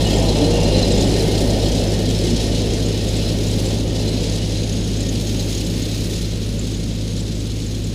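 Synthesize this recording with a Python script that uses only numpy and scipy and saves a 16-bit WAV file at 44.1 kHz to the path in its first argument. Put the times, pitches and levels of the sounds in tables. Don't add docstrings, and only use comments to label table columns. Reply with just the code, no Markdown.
import sys
import numpy as np
from scipy import signal
from scipy.fft import rfft, irfft, next_fast_len
from scipy.io import wavfile
from scipy.ndimage import uniform_filter1d

SR = 44100
rng = np.random.default_rng(int(sys.argv[2]) if len(sys.argv) > 2 else 0)


def waveform_to_disk(signal):
    frames = np.transpose(np.atleast_2d(signal))
    scaled = np.clip(frames, -1, 1) * 32767
    samples = np.round(scaled).astype(np.int16)
    wavfile.write(sys.argv[1], SR, samples)


def amplitude_ratio(level_db):
    exponent = np.asarray(level_db, float) / 20
    return 10 ** exponent


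N = 350154

# time_s, firing_rate_hz
ENGINE_SPEED = [
    (0, 51.88),
    (.25, 51.88),
    (.5, 51.19),
    (1, 51.77),
    (1.4, 52.1),
    (2.2, 52.3),
    (3, 52.36),
    (3.6, 52.57),
    (5, 52.67),
    (7.94, 52.68),
]
EXHAUST_LINES = {3: 1, 4: -33, 8: -17, 9: -9, 10: -37, 15: -29}
ROTOR_LINES_DB = [-14, -18, -19]
FAN_LINES_DB = [-16, -6, -14, -20, -21]
# frequency_hz, density_db_per_hz
ROAR_SPECTRUM = [(20, -11), (60, -7), (130, -7.5), (185, -1.5), (228, -1), (310, -4), (400, -7), (575, -11),
                 (630, -16.5), (850, -24.5), (1100, -39.5), (1500, -36), (2000, -29), (3000, -74)]
# centre_s, length_s, level_db
ROAR_SWELLS = [
    (.52, 0.33, 2),
    (1.294, 0.17, 0.5),
    (2.8, 0.23, 1),
    (4.0, 0.6, 2),
    (5.35, 0.12, 1),
]
# frequency_hz, density_db_per_hz
CUT_SPECTRUM = [(600, -9.5), (1000, -14), (1250, -18.5), (1600, -15.5), (2400, -8), (3000, -6),
                (3800, -1.5), (4500, -4), (5600, -6), (7400, -10.5), (8300, -15.5), (10300, -15.5),
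                (11300, -23.5), (15300, -29.5)]
# frequency_hz, width_hz, level_db (re cutting noise)
STEEL_MODES = [(1848, 36, -22), (2126, 40, -25), (2670, 50, -21), (2945, 36, -16.5), (3251, 40, -16),
               (4096, 55, -13), (4270, 40, -18), (4947, 110, -15), (5262, 36, -16), (6429, 38, -19),
               (6600, 120, -18), (7025, 40, -25), (7735, 40, -25), (8037, 40, -27), (8694, 80, -26),
               (9135, 120, -26), (9566, 60, -30), (10115, 30, -30), (10233, 30, -31), (10524, 40, -28),
               (10917, 40, -31), (11461, 40, -35), (11654, 40, -38), (11864, 50, -36), (12031, 30, -39),
               (12343, 35, -39), (13226, 45, -34), (13549, 30, -41), (14222, 45, -35), (14577, 42, -34)]
# time_s, crop_thickness_db, rotor_facing_back_db
CROP_LOAD = [(0, -1.1, -1.5), (.5, -1.1, -2), (.95, 0.5, -2.5), (1.25, 0.4, 0), (1.9, -1.3, -0.5),
             (2.45, 1, -1), (2.7, -.3, -0.8), (3.4, 0, 1), (3.72, 0.7, 0.5), (3.85, -2, 0.5), (4.2, 1.6, 0),
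             (4.45, 0, -0.2), (5, -0.1, 0.7), (5.5, 1.5, 2.5), (6.15, 1, 2.5), (6.4, -1.3, 1.8),
             (7.3, -1.1, 1.5), (7.94, -2.1, 2.5)]
# start_s, peak_db, pitch_hz
PIVOT_SQUEAKS = [(0.0867, -23, 6760), (0.4763, -34, 6460), (0.5087, -25, 7060), (0.6399, -25, 7660),
                 (0.7971, -27, 6910), (0.9193, -18, 7530), (0.9797, -22, 7000), (1.0126, -22, 6910),
                 (1.503, -26, 6730), (1.718, -25, 6440), (1.8721, -25, 6430), (1.9709, -29, 6650),
                 (2.8599, -22, 6840), (3.0859, -23, 6630), (3.6611, -21.5, 7600), (4.2956, -25, 6580),
                 (4.3335, -24, 6750), (4.6384, -26, 6580), (4.6952, -24, 6440), (4.7257, -22, 6660),
                 (5.0055, -22, 7230), (5.0898, -19, 6540), (5.2734, -28, 6680), (5.5488, -22, 6680),
                 (5.5797, -23, 6600), (5.8242, -21, 6690), (5.884, -30, 6500), (6.5919, -21.5, 7140),
                 (6.7446, -27, 6700), (7.2045, -25, 7610),
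                 (0.0528, -28, 7380), (0.159, -22, 7260), (0.1794, -21, 6800), (0.2239, -27, 7260),
                (1.0465, -28, 7640), (1.07, -26, 7140), (1.1014, -27, 8000), (1.1702, -29, 7520),
                (2.2234, -28, 7860), (2.7382, -29, 7260), (3.1667, -23, 7680), (3.4775, -23, 6870),
                (3.5099, -26, 7640), (4.0896, -27, 7740), (4.9731, -31, 7640), (5.5209, -26, 6850),
                (5.6486, -26, 7710), (6.7087, -32, 7710), (7.1751, -31, 7080), (7.6635, -25.5, 7240),
                (7.7533, -35, 7490), (7.8406, -28, 7490)]
# start_s, peak_db, pitch_hz
HOOD_CLINKS = [(0.0538, -24, 4070), (0.1266, -19, 4110), (0.2843, -17, 4080), (0.5327, -31, 4030),
               (0.6516, -17.5, 4120), (0.7422, -16, 4080), (0.828, -12.5, 4070), (0.9552, -28, 4160),
               (1.1029, -26, 4110), (1.2007, -19, 4110), (1.482, -25, 4160), (2.0622, -28, 4070),
               (3.263, -23, 4100), (4.081, -30, 4050), (4.555, -25, 4040), (6.2337, -29, 4080)]
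# start_s, length_s, pitch_hz, glide_hz, level_db
HOOD_GROANS = [
    (.36, .34, 460, 26.5, -24),
    (.395, 0.061, 292, 0, -16.5),
    (.2, .1, 650, -4, -29),
    (.47, .1, 335, 10, -24),
    (.67, .17, 512, 2, -24),
    (.8, 0.24, 485, -2, -29),
    (.95, 0.19, 280, -3, -25.5),
    (1.15, .25, 455, 2, -28),
]
# start_s, length_s, pitch_hz, level_db
PANEL_WHINES = [
    (0.48, 0.52, 2800, -37),
    (4, .25, 4096, -40),
    (6.6, .2, 4800, -52),
    (4.1, 1.3, 6540, -47),
    (0.056, 0.05, 2945, -27.5),
    (5.1, 1.1, 14577, -64),
    (4.5, 1.3, 6440, -48),
    (1.0, 0.51, 5262, -51),
]

START_M, AWAY_M_S = 18.76, 3.06
TONE_DB, ROAR_DB, CUT_DB, AIR_DB = -21.5, -21, -27, -53
ROAR_FADE, UPPER_FADE, CUT_FADE, HOOD_FADE, AIR_FADE = .35, 1.6, 0.18, 0.62, .8
FACING_GAIN = 1.9
OCTAVE_DB, OCTAVE_BEST_S, OCTAVE_SAG_DB_PER_S2 = 2.2, 5.04, 0.08
ROTOR_GEAR, FAN_GEAR, ROTOR_START_TURN = .62176, 1.6166, .76
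FAINT_SQUEAK_DB, FAINT_CLINK_DB = -24, -26
MIC_TOP_HZ = 15270


def time_s():
    return np.arange(N) / SR


def curves(table):
    knot_s, *columns = np.transpose(table)
    return [np.interp(time_s(), knot_s, column) for column in columns]


def unit(x):
    return x / np.sqrt(np.mean(x ** 2))


def walk(rate_hz):
    step = int(SR / rate_hz)
    count = N // step + 2
    return 1.22 * np.interp(np.arange(N) / step, np.arange(count), rng.standard_normal(count))


def bands(x, spectrum_db, lo_hz, count):
    size = next_fast_len(N)
    octave = np.log2(np.maximum(np.arange(size // 2 + 1) * SR / size, 1))
    knot_hz, knot_db = np.transpose(spectrum_db)
    coloured = rfft(x, size) * amplitude_ratio(np.interp(octave, np.log2(knot_hz), knot_db))
    for k in range(count):
        place = 2 * (octave - np.log2(lo_hz)) - k
        window = np.clip(1 - np.abs(place), 0, 1)
        yield lo_hz * 2 ** (k / 2), irfft(coloured * window, size)[:N]


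def ring(x, pitch_hz, width_hz):
    b, a = signal.iirpeak(pitch_hz, pitch_hz / width_hz, fs=SR)
    return unit(signal.lfilter(b, a, x))


def distance_db():
    return -20 * np.log10(1 + AWAY_M_S * time_s() / START_M)


def relative_distance_db():
    loss_db = distance_db()
    return loss_db - loss_db.mean()


def air():
    return amplitude_ratio(AIR_DB + .7 * walk(3.2)) * ring(rng.standard_normal(N), 1280, 900)


def roar():
    swell_db = 0
    for centre_s, length_s, db in ROAR_SWELLS:
        swell_db = swell_db + db * np.exp(-((time_s() - centre_s) / length_s) ** 2)
    spin_up_db = -3.5 * np.exp(-time_s() / 0.39)
    upper_db = UPPER_FADE * relative_distance_db() + swell_db
    out = 0
    for hz, band in bands(rng.standard_normal(N), ROAR_SPECTRUM, 16.0, count=14):
        share = np.interp(np.log(hz), np.log([280, 450, 640, 900, 1300]), [0.008, .55, 0.81, 1.95, 0.37])
        flutter_db = 0.98 * walk(3.11) + .5 * walk(8.7)
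        out = out + amplitude_ratio(share * upper_db + (1.5 - 0.35 * share) * spin_up_db + flutter_db) * band
    crop_db = curves(CROP_LOAD)[0]
    return unit(out) * amplitude_ratio(ROAR_DB + 3.5 + (1 + ROAR_FADE) * distance_db() + .3 * crop_db)


def groans():
    out = np.zeros(N)
    for start_s, length_s, hz, glide_hz, db in HOOD_GROANS:
        t = np.arange(int(length_s * SR)) / SR
        tone = np.sin(2 * np.pi * (hz + glide_hz * t / length_s / 2) * t)
        swell = np.sqrt(2 * np.sin(np.pi * t / length_s))
        out[int(start_s * SR):][:len(t)] += amplitude_ratio(db) * swell * tone
    return out


def whines():
    out = np.zeros(N)
    for start_s, length_s, hz, db in PANEL_WHINES:
        progress = np.clip((time_s() - start_s) / length_s, 0, 1)
        swell = np.sqrt(np.abs(np.sin(np.pi * progress)))
        out += amplitude_ratio(db + 2.5 * walk(20)) * swell * ring(rng.standard_normal(N), hz, 30)
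    return out


def faint(count, db, lo_hz, hi_hz):
    place, weakness, pitch = rng.random((count, 3)).T
    peak_db = db - 8 * weakness + distance_db()[(place * N).astype(int)]
    return np.transpose([place * N / SR, peak_db, lo_hz + (hi_hz - lo_hz) * pitch ** 2])


def scrapes(table, wander_hz, rise_s, fall_s, gain_db):
    out = np.zeros(N + SR)
    t = np.arange(SR // 10) / SR
    wander = unit(uniform_filter1d(rng.standard_normal((len(table), len(t))), size=40))
    envelope = (1 - np.exp(-t / rise_s)) * np.exp(-t / fall_s)
    for (start_s, db, hz), shake in zip(table, wander):
        tone = np.sin(2 * np.pi * np.cumsum(hz + wander_hz * shake) / SR)
        out[int(start_s * SR):][:len(t)] += amplitude_ratio(db + gain_db) * envelope * tone
    return out[:N]


def squeaks():
    faint_squeaks = faint(count=60, db=FAINT_SQUEAK_DB, lo_hz=6400, hi_hz=7680)
    faint_clinks = faint(count=26, db=FAINT_CLINK_DB, lo_hz=4070, hi_hz=4200)
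    pivots = np.vstack([PIVOT_SQUEAKS, faint_squeaks])
    hood = np.vstack([HOOD_CLINKS, faint_clinks])
    chirping = scrapes(pivots, wander_hz=340, rise_s=0.0021, fall_s=0.0043, gain_db=3.5)
    return chirping + scrapes(hood, wander_hz=80, rise_s=0.0031, fall_s=0.011, gain_db=1.0)


def hum(firings):
    octave_db = OCTAVE_DB - OCTAVE_SAG_DB_PER_S2 * (time_s() - OCTAVE_BEST_S) ** 2
    lines = [(third / 3, db) for third, db in EXHAUST_LINES.items()] + [(2, octave_db)]
    lines += [(ROTOR_GEAR * (k + 1), db) for k, db in enumerate(ROTOR_LINES_DB)]
    lines += [(FAN_GEAR * (k + 1), db) for k, db in enumerate(FAN_LINES_DB)]
    out = 0
    for multiple, db in lines:
        level = amplitude_ratio(db + .25 * multiple * walk(5.5))
        out = out + level * np.sin(2 * np.pi * (multiple * firings + rng.random()))
    return np.sqrt(2) * amplitude_ratio(TONE_DB + distance_db()) * out


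def far_treble_db(hz, facing_db):
    share = np.clip(np.log2(hz / 9500) / .45, 0, 1.4)
    return share * (FACING_GAIN * facing_db + AIR_FADE * relative_distance_db())


def rotor_beat(firings):
    rotor = ROTOR_GEAR * firings + ROTOR_START_TURN
    turn, phase = rotor.astype(int), rotor % 1
    turn_db = 6.5 * np.tanh(0.52 * rng.standard_normal((turn[-1] + 1, 3)))
    return uniform_filter1d(np.exp(-phase / 0.66) * amplitude_ratio(turn_db)[turn].T, size=400)


def stray_blows():
    hits = (rng.random(N) < 150 / SR) * amplitude_ratio(12 * np.tanh(0.66 * rng.standard_normal(N)))
    return signal.lfilter([1], [1, -.994], hits)


def cutting_hiss(beat, facing_db):
    stray = stray_blows()
    hiss = 0
    for k, (hz, band) in enumerate(bands(rng.standard_normal(N), CUT_SPECTRUM, 670, count=10)):
        bright = np.clip(np.log2(hz / 1800) / 2.46, 0, 1)
        blows = 1 + bright * (1.44 * beat[k // 4] + 0.76 * stray)
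        hiss = hiss + amplitude_ratio(far_treble_db(hz, facing_db) + 0.5 * walk(14)) * unit(blows) * band
    return unit(hiss)


def struck_steel(beat, facing_db):
    hood_db = HOOD_FADE * relative_distance_db()
    pivot_db = .9 * facing_db - .4 * hood_db
    steel = 0
    for hz, width_hz, db in STEEL_MODES:
        blows = (1 + beat[1]) * amplitude_ratio(2.6 * walk(18)) * rng.standard_normal(N)
        if hz < 5500:
            struck_db = 1.8 * hood_db
        elif hz < 8000:
            struck_db = 2.2 * pivot_db - 2
        else:
            struck_db = 1.5 * far_treble_db(hz, facing_db)
        steel = steel + amplitude_ratio(db + struck_db + .6 * walk(1.32)) * ring(blows, hz, 0.66 * width_hz)
    return steel


def flails(firings):
    crop_db, facing_db = curves(CROP_LOAD)
    beat = rotor_beat(firings)
    level_db = CUT_DB + (1 + CUT_FADE) * distance_db() + crop_db
    return amplitude_ratio(level_db) * (cutting_hiss(beat, facing_db) + struck_steel(beat, facing_db))


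def scene():
    firings = np.cumsum(curves(ENGINE_SPEED)[0]) / SR
    machine = roar() + groans() + whines() + squeaks() + hum(firings) + flails(firings)
    return (air() + machine)[None]


def roll_off(x):
    return signal.sosfilt(signal.butter(12, 15920, fs=SR, output="sos"), x)


def record(dry):
    low_pass = signal.ellip(12, .1, 60, MIC_TOP_HZ, fs=SR, output="sos")
    mix = signal.sosfiltfilt(low_pass, dry, padtype="even")
    return roll_off(mix)


dry = scene()
out = record(dry)
waveform_to_disk(out)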